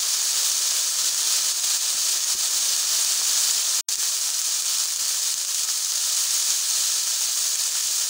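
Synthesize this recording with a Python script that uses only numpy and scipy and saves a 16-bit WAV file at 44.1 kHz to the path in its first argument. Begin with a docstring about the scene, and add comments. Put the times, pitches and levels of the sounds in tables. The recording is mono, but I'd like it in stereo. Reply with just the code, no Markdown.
"""Vegetables fry in hot oil in a wok, close to a mono microphone. From the start, countless tiny steam
bubbles burst as a sizzle, in spurts, over the faint rush of the stove. Larger drops spit, and a limiter
ducks the sizzle around the loudest. At first the food is stirred, rubbing on the steel and knocking dully.
Near 3.8 s comes a short silent break. Then the food lies still: the sizzle is finer and a little weaker,
and for two seconds the oil spits more freely. Towards the end the sizzle thickens again."""
import sys
import numpy as np
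from scipy import signal
from scipy.fft import rfft, irfft, next_fast_len
from scipy.io import wavfile
from scipy.ndimage import uniform_filter1d, minimum_filter1d, map_coordinates

SR = 44100
rng = np.random.default_rng(int(sys.argv[2]) if len(sys.argv) > 2 else 0)


def inscribe(sig):
    """Save sig as 16-bit PCM at rate SR to the path in sys.argv[1].

    A 1-D sig is mono; a 2-D sig holds one channel per row.
    Samples are clipped to [-1, 1] before scaling.
    """
    pcm = np.round(np.clip(np.atleast_2d(sig).T, -1, 1) * 32767)
    wavfile.write(sys.argv[1], SR, pcm.astype(np.int16))


N = 356769

# Reverberation time of the kitchen: frequency_hz, t60_s
ROOM_DECAY = [(200, 0.3), (2000, 0.1), (12000, 0.2)]
# Spectrum of the stove's rush: frequency_hz, relative_density_db
STOVE_SPECTRUM = [(20, -13), (60, -14), (95, 14), (140, 5), (250, -5), (600, -41), (2000, -86)]
# Response of the wok to rubbing: frequency_hz, relative_density_db
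RUB_SPECTRUM = [(30, -31), (130, -16), (172, 1), (205, -10.5), (248, 6), (285, -8), (700, -0.5),
                (2000, -28), (6000, -70)]
# Shoves of the spatula: start_s, level_db
SPATULA_STROKES = [(.1, -71), (.95, -60), (1.85, -66), (2.42, -66), (3.15, -66)]
# Dull contacts of food and wok: start_s, level_db, pitch_hz
FOOD_KNOCKS = [(1.385, -57, 110), (1.948, -48, 170), (2.351, -41, 100), (2.765, -54, 190),
               (3.982, -44, 115), (5.02, -53, 220), (5.342, -46, 150)]
# The biggest slow bubbles bursting under the food: start_s, level_db
BIG_PLOPS = [(3.215, -20), (4.031, -23), (4.291, -23), (4.804, -24), (5.69, -22), (7.077, -24),
             (7.754, -23)]
# Resonances of the wok's bowl: frequency_hz, width_hz, boost_db
BOWL_MODES = [(242, 14, 13), (355, 42, 3.5), (540, 47, 4), (661, 40, 5), (726, 11, 6), (894, 31, 4.5),
              (1030, 170, 3), (1288, 62, 4), (1767, 270, 5), (2120, 230, 1), (2406, 250, 4.5),
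              (3000, 84, 4), (4510, 450, 1.5), (6560, 230, 2)]
# Spectrum of one bursting bubble: frequency_hz, relative_density_db
BURST_SPECTRUM = [(100, -45), (220, -45.5), (340, -24.5), (850, -21), (1300, -15), (2150, -20.5),
                  (3100, -11.0), (4400, -5), (5300, -3.5), (6550, -1), (9200, -8.0), (12000, -18.5),
                  (13900, -23), (14650, -11)]
# How freely the oil spits: time_s, drops_per_s, typical_peak_db
SPIT_ACTIVITY = [(0, 35, -20.5), (3.8, 35, -20), (4.1, 65, -17.5), (5.8, 100, -16.5), (6.15, 35, -20),
                 (8.09, 30, -20.5)]
# The loudest spits, ahead of the limiter: start_s, peak_db
LOUD_SPITS = [(.5168, -4.5), (1.1463, -5.5), (1.2309, -6), (1.5971, -4.5), (2.2445, -2.5), (2.4746, -6.5),
              (2.7646, -4), (3.0482, -6.5), (3.8887, -6.5), (3.9248, -11), (3.9564, 2), (4.3029, -3),
              (4.4168, -1.5), (4.6229, -3.5), (4.6569, -6.5), (4.857, -3), (4.9612, -3), (5.2305, -5),
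              (5.3416, -2), (5.4498, -2.5), (5.5462, -5.5), (5.6513, -1.5), (5.9207, -7), (5.958, -9),
              (7.5569, -4.5)]
# How hard the oil boils: time_s, relative_level_db
BOIL_LEVEL = [(0, -26.5), (1.0, -25), (1.8, -25.5), (2.1, -25), (3.0, -26), (3.8, -26), (4.0, -27.5),
              (4.3, -26.5), (5.0, -27.5), (5.7, -28), (6.2, -26.5), (7.0, -26), (8.09, -27)]
# Brief dips in the level of the sizzle: time_s, depth_db
SIZZLE_DIPS = [(.925, 3), (1.11, 3), (1.53, 6), (1.785, 5), (1.96, 2), (2.19, 4), (2.357, 7), (2.49, 3),
               (2.755, 2.5), (7.175, 3.5)]

BREAK_START_S, BREAK_END_S = 3.8095, 3.8858
TOP_HZ = 15750  # band limit
TIME_S = np.arange(N) / SR


def amp(db):
    """Amplitude ratio of a level in decibels."""
    return 10 ** (np.asarray(db) / 20)


def unit(x):
    """Normalisation to an rms of 1."""
    return x / np.sqrt(np.mean(x ** 2) + 1e-20)


def along(points, hz):
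    """Interpolation of (frequency_hz, value) points on a logarithmic frequency axis."""
    knots_hz, values = np.transpose(points)
    return np.interp(np.log(hz + 1), np.log(knots_hz + 1), values)


def curves(rows):
    """Linear interpolation, at every sample, of each column after the time."""
    knots_s, *columns = np.transpose(rows)
    return [np.interp(TIME_S, knots_s, column) for column in columns]


def wobble(per_s):
    """Slow random modulation: a spline through Gaussian knots."""
    return map_coordinates(rng.standard_normal(int(N * per_s / SR) + 4), [TIME_S * per_s])


def filtered(x, response):
    """Linear filtering: the spectrum of x times a frequency response."""
    size = next_fast_len(N + SR // 2)
    return irfft(rfft(x, size) * response(np.fft.rfftfreq(size, 1 / SR)), size)[:N]


def shaped_noise(spectrum):
    """Spectral shaping of white noise, at an rms of 1."""
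    return unit(filtered(rng.standard_normal(N), lambda hz: amp(along(spectrum, hz))))


def poisson(per_s):
    """A Poisson process: unit impulses at independent random moments."""
    return 1. * (rng.random(N) < per_s / SR)


def add(track, start_s, x):
    """Superposition of x on the track from start_s."""
    part = track[max(round(start_s * SR), 0):][:len(x)]
    part += x[:len(part)]


def kitchen(x, block=8192, delay_s=.005):
    """Short, smooth reverberation of a small hard kitchen, with a fresh random tail for each block."""
    track = np.zeros(N)
    for start in range(0, N, block):
        hz, t, noise = signal.stft(rng.standard_normal(SR // 3), SR, nperseg=256)
        decay = amp(-60 * t / along(ROOM_DECAY, hz)[:, None])
        tail = signal.istft(noise * decay, SR, nperseg=256)[1]
        echoes = signal.fftconvolve(x[start:start + block], tail / np.linalg.norm(tail))
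        add(track, start / SR + delay_s, echoes)
    return track


def stove(level_db=-90, flutter_db=2.5):
    """Amplitude-modulated noise: a faint, restless low rush under the wok."""
    return amp(level_db + flutter_db * wobble(per_s=14)) * shaped_noise(STOVE_SPECTRUM)


def stirring(rise_s=0.066, fade_db_per_s=14):
    """Sliding friction of vegetables on steel: each shove builds quickly and fades as the food settles."""
    shoves = np.zeros(N)
    for start_s, level_db in SPATULA_STROKES:
        age_s = TIME_S - start_s
        fade_db = fade_db_per_s * np.maximum(age_s - rise_s, 0)
        shoves += np.clip(age_s / rise_s, 0, 1) * amp(level_db - fade_db)
    rub = shaped_noise(RUB_SPECTRUM)
    unevenness = amp(1.5 * wobble(per_s=11))
    return shoves * (TIME_S < BREAK_START_S) * unevenness * rub


def knocks(attack_s=0.00097, thud_t60_s=0.028, bowl_t60_s=0.037):
    """Impact excitation: a soft heavy contact gives a low thud and rings the bowl's two lowest modes."""
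    track, t = np.zeros(N), np.arange(SR // 5) / SR
    modes = sum(np.sin(2 * np.pi * hz * t) for hz, _, _ in BOWL_MODES[:2])
    bowl = amp(-2 - 60 * t / bowl_t60_s) * modes
    thud_envelope = amp(-60 * t / thud_t60_s) * (1 - np.exp(-t / attack_s))
    for start_s, level_db, pitch_hz in FOOD_KNOCKS:
        thud = thud_envelope * np.sin(2 * np.pi * pitch_hz * t)
        add(track, start_s, amp(level_db) * (thud + bowl))
    return track


def plops(typical_hz=1320, t60_s=0.0051, small_db=-27):
    """Cavity resonance: an opening bubble gives a short rising note, with no bass below it."""
    track, t = np.zeros(N), np.arange(SR // 50) / SR
    small = [(at / SR, small_db) for at in np.flatnonzero(poisson(per_s=2))]
    for start_s, level_db in list(BIG_PLOPS) + small:
        pitch_hz = typical_hz * np.exp(.1 * rng.standard_normal())
        note = np.sin(2 * np.pi * pitch_hz * t * (1 + 25 * t))
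        add(track, start_s, amp(level_db - 60 * t / t60_s) * note)
    return signal.sosfilt(signal.butter(N=2, Wn=650, btype="high", fs=SR, output="sos"), track)


def bubble_click(size=4096):
    """Minimum-phase impulse response of one burst with the bowl ringing after it, peak 1."""
    hz = np.fft.rfftfreq(size, 1 / SR)
    bowl_db = sum(boost_db / (1 + (2 * (hz - mode_hz) / width_hz) ** 2)
                  for mode_hz, width_hz, boost_db in BOWL_MODES)
    cepstrum = irfft(np.log(amp(along(BURST_SPECTRUM, hz) + bowl_db)))
    cepstrum[1:size // 2] *= 2  # folding the cepstrum makes the click causal
    cepstrum[size // 2 + 1:] = 0
    click = irfft(np.exp(rfft(cepstrum)))
    return click / np.abs(click).max()


def spit(pitch_hz, ring_cycles=3.5, spray_decay_s=.0006):
    """Damped oscillation: a drop's skin snaps, its cavity rings and a puff of spray follows."""
    t = np.arange(SR // 200) / SR
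    snap = t == 0
    ring = .2 * np.cos(2 * np.pi * pitch_hz * t) * np.exp(-t * pitch_hz / ring_cycles)
    spray = .15 * rng.standard_normal(len(t)) * np.exp(-t / spray_decay_s)
    return snap + ring + spray


def spits(small_hz=8300, loud_hz=7000):
    """Impulsive sources: drops explode in the oil, a few loud ones among many of random size and pitch."""
    drops_per_s, typical_db = curves(SPIT_ACTIVITY)
    onsets = np.flatnonzero(poisson(drops_per_s))
    size_scatter, pitch_scatter = np.clip(rng.standard_normal((len(onsets), 2)), -2, 2).T
    small_db = typical_db[onsets] + 4.8 * size_scatter
    small = np.column_stack([onsets / SR, small_db, small_hz * np.exp(0.23 * pitch_scatter)])
    loud = np.column_stack([LOUD_SPITS, loud_hz * np.exp(0.16 * rng.standard_normal(len(LOUD_SPITS)))])
    track, click = np.zeros(N), bubble_click()
    for start_s, peak_db, pitch_hz in np.vstack([loud, small]):
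        pop = np.convolve(spit(pitch_hz), click)
        add(track, start_s, amp(peak_db) * pop / np.abs(pop).max())
    return track


def in_wok(pulses):
    """Convolution turns every pulse into a bubble's click."""
    return signal.fftconvolve(pulses, bubble_click())[:N]


def bubbles(per_s, spread_db):
    """Shot noise: tiny bursts of scattered size and random sign."""
    return poisson(per_s) * amp(spread_db * np.clip(rng.standard_normal(N), -2, 2)) * rng.choice([-1, 1], N)


def pings(per_s, decay_s, spread_db, size=128):
    """Free vibration: bubbles ring briefly, each at its own natural frequency."""
    onsets = np.flatnonzero(poisson(per_s))
    draws = rng.random((len(onsets), 2))
    level_db, pitch_hz = spread_db * draws[:, :1], TOP_HZ * draws[:, 1:]
    t = np.arange(size) / SR
    rings = amp(level_db) * np.sin(2 * np.pi * pitch_hz * t) * np.exp(-t / decay_s)
    samples = onsets[:, None] + np.arange(size)
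    return np.bincount(samples.ravel(), rings.ravel(), N)[:N]


def spurts(per_s, decay_s, depth):
    """Flash boiling: water meets hot metal, and the bubbling jumps up at once and dies away."""
    t = np.arange(SR // 4) / SR
    jets = signal.fftconvolve(poisson(per_s), np.exp(-t / decay_s))[:N]
    return unit(1 + depth * np.tanh(jets))  # the heat at hand bounds overlapping spurts


def dips(fall_s=0.014, recover_s=0.031):
    """Attenuation in decibels: the level falls quickly and recovers more slowly."""
    loss_db = np.zeros(N)
    for time_s, depth_db in SIZZLE_DIPS:
        width_s = np.where(TIME_S < time_s, fall_s, recover_s)
        loss_db += depth_db * np.exp(-((TIME_S - time_s) / width_s) ** 2)
    return loss_db


def sizzle(split_hz=2200, coarse_hz=3900, coarse_width_hz=1300):
    """Incoherent sum of bursts: bright fizz on the open oil and dark sputter under the food share one boil."""
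    def lowpass(hz):
        return 1 / (1 + 1j * np.sqrt(2) * hz / split_hz - (hz / split_hz) ** 2)

    boil_db = curves(BOIL_LEVEL)[0] + 0.82 * wobble(per_s=14) - dips()
    steam = spurts(per_s=150, decay_s=0.0059, depth=0.38)
    # Stirring turns up wet faces that bubble coarsely; still food fizzes finer.
    stirred = TIME_S < BREAK_END_S
    sputter_db = np.where(stirred, -12, -14)
    coarse_db = np.where(stirred, 0.63, -0.33)
    fine = unit(bubbles(per_s=14000, spread_db=3))
    fine += amp(-7.5) * unit(pings(per_s=2200, decay_s=0.00059, spread_db=18))
    fizz = unit(filtered(in_wok(fine), lambda hz: (hz / split_hz) ** 2 * lowpass(hz)))  # high-pass
    # Larger bubbles sound at the lower edge of the hiss.
    coarse = filtered(fizz, lambda hz: np.exp(-((hz - coarse_hz) / coarse_width_hz) ** 2))
    fizz += (amp(coarse_db) - 1) * coarse
    sputter = unit(filtered(in_wok(bubbles(per_s=4500, spread_db=4.5)), lowpass))
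    return steam * amp(boil_db) * (amp(3.5) * fizz + amp(sputter_db) * sputter)


def scene():
    """Superposition of the wok's direct sound, a weak reverberant field and the stove."""
    wok = sizzle() + spits() + plops() + knocks() + stirring()
    return np.tile(wok + amp(-13) * kitchen(wok) + stove(), (2, 1))


def limiter(x, ceiling_db, hold_s):
    """Look-ahead limiting: the gain sinks just ahead of each high peak and comes back after it."""
    needed_gain = np.minimum(1, amp(ceiling_db) / (np.abs(x) + 1e-9))
    span = int(hold_s * SR)
    held_gain = minimum_filter1d(needed_gain, span, origin=span // 4)
    return x * uniform_filter1d(held_gain, span // 2)


def record(dry):
    """Limiting, gating at the break and band limiting of one channel, heard on both sides."""
    sounding = (TIME_S < BREAK_START_S) | (TIME_S > BREAK_END_S)
    gate = uniform_filter1d(1. * sounding, size=SR // 400)
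    limited = limiter(dry[0], ceiling_db=-6.5, hold_s=.038)
    mono = filtered(limited * gate, lambda hz: np.clip((TOP_HZ - hz) / 100 + .5, 0, 1))
    return np.tile(mono, (2, 1))


dry = scene()
out = record(dry)
inscribe(out)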